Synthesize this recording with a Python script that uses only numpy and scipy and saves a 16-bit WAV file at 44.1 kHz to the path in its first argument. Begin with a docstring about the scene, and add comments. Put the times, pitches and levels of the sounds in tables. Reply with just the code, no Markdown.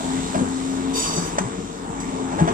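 """A diesel excavator works in an earthen pit, weighted to the left over most of the range below the high treble.
Uneven firings thrum in exhaust resonances, the hydraulic pump hums as sines locked to the engine speed, and
fan and oil lines roar and hiss as noise that pulses with the firings. A dry pin squeals once as noise held in
resonances over a low creak; the bucket thuds and its linkage clanks as decaying modes, with echo from the pit walls."""
import sys
import numpy as np
from scipy import signal
from scipy.fft import rfft, irfft, next_fast_len
from scipy.io import wavfile
from scipy.ndimage import uniform_filter1d

SR = 44100
rng = np.random.default_rng(int(sys.argv[2]) if len(sys.argv) > 2 else 0)


def unload_audio(sound):
    """Save the sound as a 16-bit wav file, at the path given as the first command line argument."""
    columns = np.transpose(np.atleast_2d(sound))
    # keep every value between -1 and 1, then stretch to whole-number steps
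    steps = np.round(np.clip(columns, -1, 1) * 32767)
    wavfile.write(sys.argv[1], SR, steps.astype(np.int16))


N = 111573
T = np.arange(N) / SR


def undb(db):
    """dB to gain."""
    return 10 ** (np.asarray(db) / 20)


def unit(x):
    """Scale to rms 1."""
    return x / np.sqrt(np.mean(x ** 2))


def curve(table, col):
    """One column of a table, drawn as straight lines through time."""
    table = np.array(table)
    return np.interp(T, table[:, 0], table[:, col])


def at_hz(spec, hz):
    """A spectrum in dB read on a log frequency axis."""
    spec = np.array(spec)
    return np.interp(np.log(hz + 1), np.log(spec[:, 0] + 1), spec[:, 1])


def band(x, hz, width):
    """Resonance with gain 1 at its centre."""
    return signal.lfilter(*signal.iirpeak(hz, hz / width, SR), x)


def double_band(x, hz, width):
    """The same resonance twice in a row, for steeper skirts."""
    return band(band(x, hz, width), hz, width)


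def walk(rate):
    """Smooth random wander: random levels held 1 / rate seconds, averaged twice, with gain to make up the loss."""
    k = int(SR / rate)
    steps = np.repeat(rng.standard_normal(N // k + 1), k)
    return 1.238 * uniform_filter1d(uniform_filter1d(steps, k), k)[:N]


def add(out, s, db, x):
    """Mix a sound in at time s with its peak at db."""
    i = int(s * SR)
    out[i:i + len(x)] += (undb(db) * x / abs(x).max())[:N - i]


# Engine drive. Each row: time in seconds, firing rate in Hz, pump hum level in dB, roar level in dB,
# hiss level in dB.
ENGINE_DRIVE = [(0, 87.28, -32.5, -25, -35), (.16, 87.6, -23.5, -26.5, -33),
                (.29, 88.18, -33.5, -27, -35.5), (.45, 86.74, -26, -24.5, -39),
                (.52, 87.76, -27.5, -28, -37), (.95, 89.67, -26, -29, -38.5),
                (1.08, 89.46, -40, -25.5, -38), (1.4, 91.41, -36.5, -28.5, -40.5),
                (1.75, 91.62, -47, -33, -44), (1.95, 91.74, -36, -29.5, -43),
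                (2.12, 87.5, -31, -27.5, -41.5), (2.3, 87.5, -31.5, -26, -42),
                (2.53, 89.83, -37, -21, -40.5)]
CYCLE_JITTER = 0.266  # firing cycles


def engine_cycle():
    """Firing phase in cycles, steady and with the timing jitter of combustion."""
    phase = np.cumsum(curve(ENGINE_DRIVE, 1)) / SR
    return phase, phase + CYCLE_JITTER * walk(40)


# Exhaust resonances. Each row: centre in Hz, width of one filter pass in Hz, relative level in dB.
EXHAUST_RESONANCES = [(49.3, 4.7, -8), (92.1, 17, -5.5), (168.3, 39.6, 1), (345.7, 105, -6)]
EXHAUST_DB = -9  # against the roar level
FIRING_SCATTER_DB, ODD_FIRING_DB = 4.5, -4.5


def exhaust(loose):
    """Each firing is one pressure pulse of uneven strength, every second one weaker, that rings the exhaust."""
    at = np.flatnonzero(np.diff(np.floor(loose)) > 0)
    scatter = FIRING_SCATTER_DB * rng.standard_normal(len(at))
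    pulses = np.zeros(N)
    pulses[at] = undb(scatter + ODD_FIRING_DB * (np.arange(len(at)) % 2))
    thrum = sum(undb(db) * unit(double_band(pulses, hz, width)) for hz, width, db in EXHAUST_RESONANCES)
    return undb(curve(ENGINE_DRIVE, 3) + EXHAUST_DB) * unit(thrum)


UPPER_HUM_DB, HUM_WAVER_DB, UPPER_WAVER_DB = -44, 1, 4.5
HUM_DRIFT = 0.021  # firing cycles


def pump_hum(phase):
    """Pump tones at 3 and 5 times the firing rate, wavering in level and drifting slightly in phase."""
    hum = np.zeros(N)
    for order, db, waver_db in ((3, curve(ENGINE_DRIVE, 2), HUM_WAVER_DB), (5, UPPER_HUM_DB, UPPER_WAVER_DB)):
        level = np.sqrt(2) * undb(db + waver_db * walk(11.86))  # sqrt(2): levels are rms
        hum += level * np.sin(2 * np.pi * order * (phase + HUM_DRIFT * walk(10)))
    return hum


SWELL_DB, FLICKER_DB = .6, 2  # reached from 400 Hz up, smaller below


def shimmer(spec):
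    """Third-octave noise bands that swell together and flicker alone; rows: direct, scattered left, scattered right."""
    f = np.fft.rfftfreq(N, 1 / SR)
    low, high = spec[0][0], spec[-1][0]
    swell = walk(2.83)
    colored = rfft(rng.standard_normal((3, N))) * undb(at_hz(spec, f)) * (f > low) * (f < high)
    place = 3 * np.log2(f + 1)  # third-octave number of each frequency
    out = 0
    for k in np.arange(np.floor(3 * np.log2(low)), 3 * np.log2(high) + 1):
        overlap = np.clip(1 - abs(place - k), 0, 1)
        part = irfft(colored * np.sqrt(overlap), N)
        depth = min(2 ** (k / 3) / 400, 1)
        out = out + part * undb((SWELL_DB * swell + FLICKER_DB * walk(13.91)) * depth)
    return unit(out)


# Color of the fan roar. Each row: frequency in Hz, relative density in dB per Hz.
ROAR_COLOR = [(15, -36), (25, -12), (120, -16.5), (165, -3), (275, -4.5), (313, -7), (449, -7),
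              (510, -16.5), (886, -9.5), (2120, -23.5), (4000, -37.5), (5200, -63), (8800, -120)]
# Color of the oil-line hiss. Each row: frequency in Hz, relative density in dB per Hz.
HISS_COLOR = [(1180, -44), (2000, -6), (2460, -11.5), (3700, -3.5), (4630, -10.5), (7860, -2), (8570, -3),
              (9570, -29), (13300, -29.5), (15500, -42)]
FAN_DB = -2.5  # against the roar level
ROAR_GATE_DB, HISS_GATE_DB = 1.5, 1.2  # pulsing up and down with each firing


def fan_and_oil(loose):
    """Turbulent air roars and oil lines hiss, both pulsing with the firing cycle; rows as in shimmer."""
    pulse = np.cos(2 * np.pi * loose)
    roar = undb(curve(ENGINE_DRIVE, 3) + FAN_DB + ROAR_GATE_DB * pulse) * shimmer(ROAR_COLOR)
    hiss = undb(curve(ENGINE_DRIVE, 4) + HISS_GATE_DB * pulse) * shimmer(HISS_COLOR)
    return roar + hiss


# Squeal course. Each row: time in seconds, treble level in dB, low creak level in dB, low creak pitch in Hz.
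SQUEAL_COURSE = [(.93, -37.5, -52, 991), (.97, -24, -31, 983), (1.03, -24, -35, 1000),
                 (1.07, -26.5, -34, 1126), (1.2, -31.5, -44, 1013), (1.29, -36.5, -54, 1000),
                 (1.36, -48, -60, 1000)]
# Squeal resonances. Each row: centre in Hz, width of one filter pass in Hz, relative gain in dB.
SQUEAL_RESONANCES = [(2900, 1200, -6.5), (3656, 83, 3.5), (4680, 94, 7), (5300, 400, -6.5),
                     (6090, 240, 4.5), (6920, 55, 8), (7810, 170, 5), (9000, 75, 4), (9500, 200, -10),
                     (12460, 1200, -20.5)]
SQUEAL_WASH_DB, SQUEAL_FLICKER_DB, CREAK_WIDTH_HZ = -5, 3.5, 55


def squeal():
    """Dry steel rubbing: friction noise held in flickering resonances, over a low creak; rows as in shimmer."""
    start, end = SQUEAL_COURSE[0][0], SQUEAL_COURSE[-1][0]
    on = np.clip(np.minimum(T - start, end - T) / 0.0097, 0, 1)  # 9.7 ms fades

    def noise():
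        """Three rows of white noise."""
        return rng.standard_normal((3, N))

    rings = sum(undb(db + SQUEAL_FLICKER_DB * walk(30.07)) * double_band(noise(), hz, width)
                for hz, width, db in SQUEAL_RESONANCES)
    wash = band(band(noise(), 5800, 3400), 5870, 2900)
    treble = unit(unit(rings) + undb(SQUEAL_WASH_DB) * unit(wash))
    # slow noise on a cosine and a sine makes a narrow band that follows the creak pitch
    slow = signal.lfilter([1], [1, -np.exp(-np.pi * CREAK_WIDTH_HZ / SR)], [noise(), noise()])
    turn = 2 * np.pi * np.cumsum(curve(SQUEAL_COURSE, 3)) / SR
    creak = unit(slow[0] * np.cos(turn) + slow[1] * np.sin(turn))
    return on * (undb(curve(SQUEAL_COURSE, 1)) * treble + undb(curve(SQUEAL_COURSE, 2)) * creak)


# Bucket thuds. Each row: start in seconds, dry peak level in dB, pitch in Hz.
BUCKET_THUDS = [(0.354, -16, 189), (0.368, -15.5, 221.6), (0.404, -14.5, 277.3), (0.419, -12.5, 253.6),
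                (0.44, -34, 263), (1.174, -14.5, 177), (1.402, -15.5, 190.7), (1.445, -21.5, 125),
                (1.579, -19, 180), (1.629, -22, 201), (2.411, -5, 162.5), (2.519, -17, 214)]
# Thud overtones. Each row: ratio to the pitch, relative level in dB.
THUD_OVERTONES = [(1, 4.5), (1.45, -4), (1.95, -3.5), (0.535, -11.5)]
THUD_PUSH_S, THUD_T60_S = 0.0039, .13  # onset time constant, decay by 60 dB at ratio 1


def bucket_thuds():
    """Soft pushes sound the low bucket modes; the higher ones die sooner."""
    out, t = np.zeros(N), T[:SR // 4]
    for s, db, pitch in BUCKET_THUDS:
        ring = sum(undb(g) * np.sin(2 * np.pi * pitch * r * t) * 1000. ** (-t * r ** 0.53 / THUD_T60_S)
                   for r, g in THUD_OVERTONES)
        add(out, s, db, ring * (1 - np.exp(-t / THUD_PUSH_S)))
    return out


# Linkage clanks. Each row: start in seconds, dry peak level in dB, 60 dB decay in seconds,
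# strongest region in Hz.
LINKAGE_CLANKS = [(.343, -14, 0.15, 670), (.389, -20, .14, 892), (1.174, -19.5, 0.081, 765),
                  (1.383, -6.5, 0.042, 1020), (1.384, -17.5, 0.034, 2470), (1.388, -16.5, 0.023, 7400),
                  (1.417, -25.5, 0.033, 1190), (1.999, -26.5, 0.18, 6800), (2.319, -21.5, 0.17, 780),
                  (2.384, -13.5, 0.29, 616.4), (2.397, -24, 0.088, 1580), (2.474, -11.5, 0.14, 780),
                  (2.487, -20, .05, 1700)]
# Linkage modes. Each row: nominal frequency in Hz, relative level in dB before the tilt and scatter of each hit.
LINKAGE_MODES = [(600, -1), (700, -2), (830, -1), (980, -0.5), (1600, -1.5), (2400, -14), (3300, 0),
                 (4700, -18), (6200, 15), (7800, 13)]
CLANK_SLOPE_DB = 10  # fall per octave away from the strongest region
MODE_SCATTER_DB, MODE_DETUNE, RATTLE_DB = 3.5, 0.02, -3.5


def linkage_clanks():
    """Sharp hits ring the linkage modes, each hit scattering their level and pitch, with a burst of rattle noise."""
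    out, t = np.zeros(N), T[:SR // 4]
    f = np.fft.rfftfreq(len(t), 1 / SR)
    edges = (f > 480) / (1 + (f / 9500) ** 6)
    for s, db, t60, centre_hz in LINKAGE_CLANKS:
        ring = np.zeros(len(t))
        for hz, g in LINKAGE_MODES:
            scatter, detune = rng.standard_normal(2)
            level = g - CLANK_SLOPE_DB * abs(np.log2(hz / centre_hz)) + MODE_SCATTER_DB * scatter
            ring += undb(level) * np.sin(2 * np.pi * hz * (1 + MODE_DETUNE * detune) * t)
        tilt = undb(-CLANK_SLOPE_DB * abs(np.log2((f + 1) / centre_hz)))
        rattle = irfft(rfft(rng.standard_normal(len(t))) * tilt * edges, len(t))
        envelope = 1000. ** (-t / t60) * (1 - np.exp(-t / 0.0013))
        add(out, s, db, (unit(ring) + undb(RATTLE_DB) * unit(rattle)) * envelope)
    return out


PIT_T60_S = 0.19
HARD_ECHO_DB = -7  # echo of tones and hits, on top of the pit color


def pit_echo(n):
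    """Spectra of two separate decaying noise tails, the short echo of the pit walls at left and right."""
    tail = rng.standard_normal((2, SR // 4)) * 1000. ** (-T[:SR // 4] / PIT_T60_S)
    tail = tail / np.sqrt(np.sum(tail ** 2, axis=1, keepdims=True))
    return rfft(tail, n) * undb(HARD_ECHO_DB)


# Stereo balance. Each row: frequency in Hz, left minus right in dB.
STEREO_BALANCE = [(60, 5.5), (110, 3.5), (200, 3), (380, 7), (700, 1), (1290, 4), (2380, -0.5), (4400, 2),
                  (8120, -3.5), (15000, -4.5)]
# Pit color. Each row: frequency in Hz, reflected against direct sound in dB (before HARD_ECHO_DB for tones and hits).
PIT_COLOR = [(30, -12), (250, -16), (600, -5), (1200, 0), (4000, .5)]
LEFT_LAG_S = 17.5 / 44100


def scene():
    """Direct sound reaches the left port late; the pit walls give each port its own short echo and scattered noise."""
    n = next_fast_len(N + SR // 2)
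    f = np.fft.rfftfreq(n, 1 / SR)
    phase, loose = engine_cycle()
    hard = rfft(exhaust(loose) + pump_hum(phase) + bucket_thuds() + linkage_clanks(), n)
    soft = rfft(fan_and_oil(loose) + squeal(), n)
    direct = np.array([np.exp(-2j * np.pi * f * LEFT_LAG_S), np.ones(len(f))])
    pit = undb(at_hz(PIT_COLOR, f))
    hard_heard = hard * (direct + pit * pit_echo(n))
    soft_heard = (soft[0] * direct + pit * soft[1:]) / np.sqrt(1 + pit ** 2)  # mix keeps the noise power
    pan = undb(at_hz(STEREO_BALANCE, f) * np.array([[.5], [-.5]]))
    return irfft((hard_heard + soft_heard) * pan, n)[:, :N]


TOP_HZ = 15400


def record(dry):
    """The phone cuts the top with a steep low-pass."""
    return signal.sosfilt(signal.ellip(8, .2, 70, TOP_HZ, fs=SR, output="sos"), dry)


dry = scene()
out = record(dry)
unload_audio(out)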